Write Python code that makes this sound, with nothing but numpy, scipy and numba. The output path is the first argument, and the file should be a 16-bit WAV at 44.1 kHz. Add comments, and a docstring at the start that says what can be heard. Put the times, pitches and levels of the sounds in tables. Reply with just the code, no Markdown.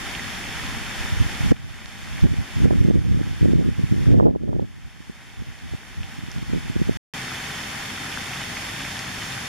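"""Splashing water at a pond, likely a fountain: countless drops merge into hiss, small bubbles plink. Distant
traffic rumbles underneath. Gusts throw eddies at a stereo microphone; its gain control ducks on the hardest and
creeps back up. Near 7 s the sound falls silent for a moment and the scene changes to calm air, where a far
engine hums and fades."""
import sys
import numpy as np
from scipy import signal
from scipy.fft import rfft, irfft
from scipy.io import wavfile
from scipy.ndimage import uniform_filter1d, minimum_filter1d
from numba import njit

SR = 44100
rng = np.random.default_rng(int(sys.argv[2]) if len(sys.argv) > 2 else 0)


def transcribe(u):
    """Save the signal u as a 16-bit wav file named by the first command-line argument.

    u: samples, shape (n,) or (channels, n), limited to [-1, 1]; the rate is SR.
    q: integer samples, one column per channel.
    """
    v = np.clip(np.atleast_2d(u).T, -1, 1)
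    q = np.round(v * 32767).astype(np.int16)
    wavfile.write(sys.argv[1], SR, q)


N = 418068
TIME_S, FREQ_HZ = np.arange(N) / SR, np.arange(N // 2 + 1) * SR / N

# splash spectrum, common to both channels: f/Hz, relative level/dB
SPLASH_MID_SPECTRUM = [(260, -27), (450, -16.5), (593, -9), (793, -5.5), (1190, -7), (1820, 0),
                       (2850, -6.5), (3650, -5), (3980, -10.5), (4400, -10.5), (6430, -16.5), (8110, -14.5),
                       (11700, -23), (13200, -26), (14500, -43)]
# splash spectrum, opposed between channels: f/Hz, relative level/dB
SPLASH_SIDE_SPECTRUM = [(260, -42.5), (450, -8.5), (1570, -5.5), (2770, -4.5), (3980, -10.5), (5640, -10.5),
                        (7430, -11), (7990, -13.5), (11000, -11.5), (12900, -14), (14500, -26)]
# narrow peaks and dips in the hiss: f/Hz, width/Hz, gain/dB
SPLASH_BANDS = [(792, 22, 6.5), (2840, 100, -5.5), (3035, 96, 3), (4920, 730, -2), (5365, 240, 7),
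                (5800, 250, -1.5), (6450, 740, 4.5), (7180, 410, -3), (7600, 140, 4), (8420, 830, -6.5)]
# splash balance: f/Hz, left minus right/dB
SPLASH_BALANCE = [(1200, 2), (2400, -1), (4400, -1.1), (8000, -2), (14000, -0.5)]
# fine spray above 4 kHz: t/s, gain/dB
FINE_SPRAY_GAIN = [(0, -0.5), (6.9, 0), (7.2, 0.65), (9.48, 2)]
# distant road spectrum: f/Hz, relative level/dB
TRAFFIC_SPECTRUM = [(20, -14), (45, -4.5), (100, -4), (180, -1), (240, -1), (330, -8), (480, -14),
                    (700, -30), (1200, -56)]
# drone of heavy engines: t/s, level/dB
DRONE_LEVEL = [(0, -51), (6.9, -59), (7.2, -48), (8.2, -45), (9.48, -41)]
# single plops and ticks: t/s, peak/dB, f/Hz, length/ms, left minus right/dB
WATER_TICKS = [(0.151, -18.5, 2890, 0.55, -9), (0.195, -22, 1950, 1.7, 0), (1.859, -14.5, 3830, 0.17, -9),
               (3.232, -21, 1650, 1.6, 5), (6.0327, -12, 2630, 0.36, 4), (6.316, -19.5, 5700, 0.34, -11),
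               (8.174, -21, 1490, 1.2, 11), (8.334, -19, 2500, 0.8, -1), (8.5695, -20, 2100, 1.1, -3),
               (8.85, -23, 2200, 1.1, -1), (8.992, -16, 5140, 0.25, -1)]
# breeze between gusts: t/s, level/dB
BREEZE_LEVEL = [(0, -39), (0.45, -40), (0.7, -30.5), (0.92, -37.5), (1.1, -29), (1.38, -35), (1.45, -19.5),
                (1.7, -24), (1.95, -34), (2.15, -24), (2.48, -34), (2.7, -19.5), (3.05, -13.5), (3.35, -25),
                (3.75, -23), (4.7, -20.5), (5.2, -33.5), (5.9, -31), (6.35, -29), (6.95, -25)]
# gusts: start/s, hold/s, level/dB
WIND_GUSTS = [(1.191, 0.025, -17.5), (1.51, 0.013, -12), (1.66, 0.013, -23), (2.227, 0.033, -8.5),
              (2.308, 0.093, -16.5), (2.561, 0.11, -13), (2.637, 0.096, -8.5), (2.754, 0.067, -9.5),
              (2.834, 0.1, -9.5), (2.938, 0.054, -6), (3.047, 0.092, -8), (3.14, 0.061, -8),
              (3.244, 0.074, -15.5), (3.418, 0.083, -4.5), (3.52, 0.093, -3.5), (3.646, .055, -6.5),
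              (3.788, 0.058, -11.5), (3.917, 0.011, -9), (3.943, 0.072, -9.5), (4.072, 0.058, -1),
              (4.143, 0.057, 1.5), (4.193, 0.1, 5.5), (4.269, 0.035, 6), (4.335, 0.02, -0.5),
              (4.408, 0.092, -2), (4.478, 0.087, -0.5), (4.59, 0.037, 0), (4.848, 0.023, -21),
              (5.375, 0.035, -16), (5.467, 0.033, -18), (5.635, .03, -21), (5.973, 0.027, -16),
              (6.04, 0.069, -24), (6.364, 0.017, -19), (6.422, 0.012, -24.5), (6.48, 0.1, -16.5),
              (6.64, 0.038, -25), (6.769, .035, -15.5), (6.865, 0.041, -17.5)]
# largest eddies, heard as thumps: t/s, level/dB, length/ms
BIG_EDDIES = [(1.009, -13.5, 6), (1.046, -19, 7.4), (1.126, -9, 3.2), (1.173, -12, 4.6), (1.207, -4.5, 3.8),
              (1.223, -11, 1.8), (1.264, -10.5, 3.2), (1.409, -10, 2.05), (1.518, -6, 1.8),
              (1.523, 12.5, 0.87), (2.117, -14, 6), (2.232, 4, 3.9), (2.244, 6, 1.7), (2.251, 1, 1.4),
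              (2.263, -2, 3.1), (2.317, -2, 2.5), (2.34, -6, 1.4), (2.387, -2.5, 2.5), (2.657, 6, 0.93),
              (2.67, -1, 1.2), (2.710, 5.5, 0.63), (2.733, 0, 0.9), (2.768, -11, 1.7), (2.787, 1.5, 4.5),
              (2.812, 5.5, 2.45), (2.85, 8, 1.55), (2.863, -5, 0.95), (2.887, 9, 1.23), (2.902, 9.5, 1.17),
              (2.91, 7, 0.83), (2.957, 10, 1.3), (2.987, 7, 3.3), (3.085, 1, 2), (3.115, 7.5, 2.7),
              (3.147, 4, 1.95), (3.174, 2, 1.9), (3.214, 3, 1.33), (3.429, 6.5, 1.4), (3.457, 7.5, 0.92),
              (3.486, 6.5, 1.4), (3.516, -1, 3.1), (3.535, 10.5, 1.07), (3.558, 10.5, 1.74),
              (3.612, 1, 0.87), (3.688, 6, 1.45), (3.838, 4, 2.24), (3.924, 8, 1.76), (4.08, 9, 2.2),
              (4.101, 4, 2.4), (4.134, 11, 1.8), (4.144, 13.5, 0.89), (4.164, 10, 1.7), (4.179, 12.5, 1.6),
              (4.2, 15.5, 0.42), (4.209, 17.5, 0.61), (4.223, 16, 1.45), (4.23, 15, 0.7),
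              (4.243, 16.5, 1.3), (4.274, 18, 0.65), (4.352, 7, 0.55), (4.361, 17, 0.78), (4.436, 10, 1.02),
              (4.48, 7, 0.81), (4.509, 4.5, 1), (4.531, 9, 0.57), (4.565, 12, 0.93), (4.596, 13, 0.65),
              (4.629, 4, 1.04), (5.005, -10, 1.46), (5.098, -3, 1.33), (5.396, -7, 5.2), (5.421, -6, 1.4),
              (5.726, -5, 3.3), (5.737, -6, 0.78), (5.749, -3, 2.2), (5.988, -11, 2.5), (6.19, -9, 1.8),
              (6.237, -8, 1.9), (6.286, -9.5, 1.55), (6.371, -12, 3.2), (6.428, -6.5, 1.55),
              (6.501, -8.5, 1.3), (6.535, 1, 1.13), (6.549, -7, 0.91), (6.576, -9, 1.1), (6.65, -13, 2.9),
              (6.7, -3.5, 1.63), (6.764, 1, 1.25), (6.8, -8, 1.2), (6.817, 3.5, 1.4), (6.895, 4.5, 0.95),
              (6.912, -6, 1.7)]
# far engine tones: f/Hz, level/dB
ENGINE_TONES = [(129, -49), (151, -47.5), (241, -53.5), (426, -55)]
# the camera's two deep notches: f/Hz, width/Hz, gain/dB
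NOTCH_BANDS = [(3945, 130, -17), (7880, 90, -24)]

SILENCE_S, RESUME_S = 6.972, 7.137


def undb(db):
    """Decibels to gain."""
    return 10 ** (np.asarray(db) / 20)


def level(x, db):
    """Set the rms level."""
    return x * undb(db) / np.sqrt(np.mean(x ** 2))


def envelope(points):
    """Gain curve through (t/s, level/dB) points."""
    return undb(np.interp(TIME_S, *np.transpose(points)))


def shape(x, points):
    """Filter through (f/Hz, gain/dB) points."""
    hz, db = np.transpose(points)
    return irfft(rfft(x) * undb(np.interp(np.log(FREQ_HZ + 1), np.log(hz), db)), N)


def bells(x, bands):
    """Boost or cut narrow bands: f/Hz, width/Hz, gain/dB."""
    gain_db = sum(db / (1 + (2 * (FREQ_HZ - hz) / width_hz) ** 2) for hz, width_hz, db in bands)
    return irfft(rfft(x) * undb(gain_db), N)


def drift(rate_hz):
    """Random steps, smoothed twice; unit rms."""
    hold = int(SR / rate_hz)
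    steps = rng.standard_normal(2048)[np.arange(N) // hold]
    return level(uniform_filter1d(uniform_filter1d(steps, hold), hold), 0)


def stereo(mid, side, pan_db):
    """Mid and side to left and right."""
    return np.array([mid + side, mid - side]) * undb([[pan_db / 2], [-pan_db / 2]])


def spray(drops_per_s=4000, spread_db=2, flicker_db=0.5):
    """Countless drops merge into hiss; near ones add grain."""
    sizes = undb(np.minimum(spread_db * rng.exponential(size=N), 6)) * rng.choice([-1, 1], N)
    drops = sizes * (rng.random(N) < drops_per_s / SR)
    grain = level(shape(drops, [(3500, 0), (12000, -7)]), db=-6)
    return (rng.standard_normal(N) + grain) * undb(flicker_db * drift(rate_hz=18))


def fountain(mid_db=-34, side_db=-38):
    """Falling water: centred in the midrange, wide in the treble."""
    mid = level(bells(shape(spray(), SPLASH_MID_SPECTRUM), SPLASH_BANDS), mid_db)
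    side = level(shape(spray(), SPLASH_SIDE_SPECTRUM), side_db)
    left = shape(mid + side, [(hz, db / 2) for hz, db in SPLASH_BALANCE])
    right = shape(mid - side, [(hz, -db / 2) for hz, db in SPLASH_BALANCE])
    water = np.array([left, right])
    fine_spray = shape(water, [(2000, -30), (4000, 0)])
    return water + fine_spray * (envelope(FINE_SPRAY_GAIN) - 1)


def traffic(rumble_db=-40, side_gain_db=-11, calm_gain_db=-1.4, swell_db=0.07, drone_hz=108):
    """Far road: low rumble near the centre, plus a narrow drone of heavy engines."""
    mid, side = (level(shape(rng.standard_normal(N), TRAFFIC_SPECTRUM), rumble_db) for _ in range(2))
    band = signal.iirpeak(drone_hz, Q=drone_hz / 75, fs=SR)
    drone = level(signal.lfilter(*band, signal.lfilter(*band, rng.standard_normal(N))), 0)
    mid = mid * undb(calm_gain_db * (TIME_S > RESUME_S)) + drone * envelope(DRONE_LEVEL)
    return stereo(mid, undb(side_gain_db) * side, pan_db=2.5) * undb(-swell_db * drift(rate_hz=3.31))


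def bubbles(low_hz=1300, high_hz=3800, base_db=-29, spread_db=2, count=520):
    """Small bubbles burst at random, high ones shorter; rows as in WATER_TICKS."""
    when, pitch, place = rng.random((count, 3)).T
    peak_db = base_db + spread_db * np.minimum(rng.exponential(size=count), 3)
    hz = low_hz * (high_hz / low_hz) ** pitch
    length_ms = 0.56 * high_hz / (hz + low_hz)
    pan_db = 10 * (place - 0.5)
    return list(zip(when * N / SR, peak_db, hz, length_ms, pan_db))


def ticks(samples=512):
    """Each plop or bubble rings for a few cycles."""
    out, age_s = np.zeros((2, N + samples)), np.arange(samples) / SR
    for start_s, peak_db, hz, length_ms, pan_db in list(WATER_TICKS) + bubbles():
        ring = np.sin(2 * np.pi * hz * age_s) * age_s * np.exp(-2 * age_s * 1000 / length_ms)
        at = int(start_s * SR)
        out[:, at:at + samples] += stereo(undb(peak_db) * ring / np.abs(ring).max(), 0, pan_db)
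    return out[:, :N]


def wind_force_db(rise_db_s=1108.5, fall_db_s=385, flutter_db=2, flutter_hz=40):
    """Gusts rise fast, hold and sink into the breeze; the whole flow flutters."""
    power = envelope(BREEZE_LEVEL) ** 2
    for start_s, hold_s, db in WIND_GUSTS:
        below_db = np.maximum((start_s - TIME_S) * rise_db_s, (TIME_S - start_s - hold_s) * fall_db_s)
        power += undb(db - np.clip(below_db, 0, 100)) ** 2
    return 10 * np.log10(power) + flutter_db * drift(flutter_hz)


def eddies(times_s, sizes, lengths_ms, half_span=200, decimation=4):
    """Each vortex is a pressure spike between shallow troughs; dull enough for a coarse grid."""
    lag, window = np.arange(-half_span, half_span), np.hanning(2 * half_span)
    distance_sq = (lag * decimation * 1000 / SR / lengths_ms[:, None]) ** 2
    pulses = sizes[:, None] * (1 - distance_sq) / (1 + distance_sq / 3) ** 4 * window
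    pulses -= pulses.sum(axis=1, keepdims=True) * window / half_span  # no net pressure
    at = (times_s[:, None] * SR / decimation).astype(int) + lag
    pressure = np.bincount(np.abs(at).ravel(), pulses.ravel(), N // decimation)
    return signal.resample_poly(pressure, decimation, 1)


def turbulence(force_db, eddy_ms=1.25, halving_db=24, breakup_s=0.012, crest=3.3, count=12000):
    """Eddy shower up to the silence; faster wind makes eddies louder, shorter and more frequent."""
    times_s = rng.uniform(0, SILENCE_S, count)
    push, scatter = rng.standard_normal((count, 2)).T
    # large eddies lead each gust, then break up
    typical_ms = eddy_ms * 2 ** (-np.interp(times_s - breakup_s, TIME_S, force_db) / halving_db)
    passing = rng.random(count) < 0.85 / typical_ms
    stretch = np.exp(0.3 * scatter)
    sizes = push * np.sqrt(stretch)  # small eddies are weak
    flow = eddies(times_s[passing], sizes[passing], (typical_ms * stretch)[passing])
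    flow *= undb(1.5 * drift(rate_hz=110))
    flow /= np.sqrt(np.abs(uniform_filter1d(flow ** 2, size=2200)) + 1e-6)  # force alone sets the level
    return crest * np.tanh(flow / crest) * undb(force_db)


def buffets(partner_db=-8, spacing=4.45, stretch=1.05, scatter=0.19):
    """Hardest eddies, each with a weaker, wider partner a few lengths ahead or behind."""
    times_s, db, lengths_ms = np.transpose(BIG_EDDIES)
    push, order, gap = rng.standard_normal((len(times_s), 3)).T
    sizes = undb(db) * np.sign(push)
    offset_s = np.sign(order) * spacing * np.exp(scatter * gap) * lengths_ms / 1000
    partners = (times_s + offset_s, sizes * undb(partner_db), lengths_ms * stretch)
    return np.hstack([(times_s, sizes, lengths_ms), partners])


def wind(side_gain_db=0.8, mid_gain_db=-15, mid_buffet_db=-14.5, sweep_s=0.003, low_cut_hz=32):
    """Wind on the microphone pushes the channels in opposition, with little in common."""
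    times_s, sizes, lengths_ms = buffets()
    force_db = wind_force_db()
    # a big vortex sweeps small ones aside
    coarse_s = TIME_S[::8]
    nearest_s = np.abs(coarse_s[:, None] - np.transpose(BIG_EDDIES)[0]).min(axis=1)
    unswept = np.interp(TIME_S, coarse_s, 1 - np.exp(-(nearest_s / sweep_s) ** 2))
    side = undb(side_gain_db) * turbulence(force_db) * unswept + eddies(times_s, sizes, lengths_ms)
    late_push = eddies(times_s + lengths_ms / 1000, sizes, lengths_ms)
    mid = undb(mid_gain_db) * turbulence(force_db) + undb(mid_buffet_db) * late_push
    low_cut = signal.butter(2, low_cut_hz, "high", fs=SR, output="sos")
    return signal.sosfilt(low_cut, stereo(mid, side, pan_db=-1.4))


def engine(wander=0.00594, wander_hz=5, waver_db=2, fade_start_s=7.7, fade_db_s=10):
    """Far engine: wavering tones hold after the silence, then fade into the traffic."""
    clock_s = np.cumsum(1 + wander * drift(wander_hz)) / SR
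    tones = np.zeros(N)
    for hz, db in ENGINE_TONES:
        amplitude = np.sqrt(2) * undb(db + waver_db * drift(wander_hz))
        tones += amplitude * np.sin(2 * np.pi * hz * clock_s)
    fade = undb(-fade_db_s * np.maximum(TIME_S - fade_start_s, 0))
    return stereo(tones * fade * (TIME_S > SILENCE_S), 0, pan_db=1)


def scene():
    """Water, road, wind and engine, in stereo."""
    return fountain() + traffic() + ticks() + wind() + engine()


@njit
def gain_cut_db(over_db, attack_s, fast_db_s, slow_db_s, memory_s):
    """Fast attack; quick release down to a slow memory of long overloads."""
    out, cut_db, held_db = np.empty(len(over_db)), 0., 0.
    for i in range(len(over_db)):
        if over_db[i] > cut_db:
            cut_db += (over_db[i] - cut_db) / (1 + attack_s * SR)
        else:
            cut_db = max(cut_db - fast_db_s / SR, held_db)
        if cut_db > held_db:
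            held_db += (cut_db - held_db) / (memory_s * SR)
        else:
            held_db = max(held_db - slow_db_s / SR, 0.)
        out[i] = cut_db
    return out


def gain_control(x, ceiling_db=-3):
    """Both channels duck on peaks over the ceiling; sharp fronts slip through and clip."""
    peak_db = 20 * np.log10(np.abs(x).max(axis=0) + 1e-9)
    headroom_db = minimum_filter1d(ceiling_db - peak_db, size=61)
    cut_db = gain_cut_db(-headroom_db, attack_s=0.00071, fast_db_s=13., slow_db_s=5., memory_s=0.88)
    return np.clip(x * uniform_filter1d(undb(-cut_db), size=41), -1, 1)


def record(dry, top_hz=14500):
    """Notches, gain control that starts afresh after the silence between scenes, steep low-pass."""
    x = bells(dry, NOTCH_BANDS)
    stop, resume = int(SILENCE_S * SR), int(RESUME_S * SR)
    silence = np.zeros((2, resume - stop))
    x = np.hstack([gain_control(x[:, :stop]), silence, gain_control(x[:, resume:])])
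    return signal.sosfilt(signal.ellip(8, 0.2, 70, top_hz, fs=SR, output="sos"), x)


dry = scene()
out = record(dry)
transcribe(out)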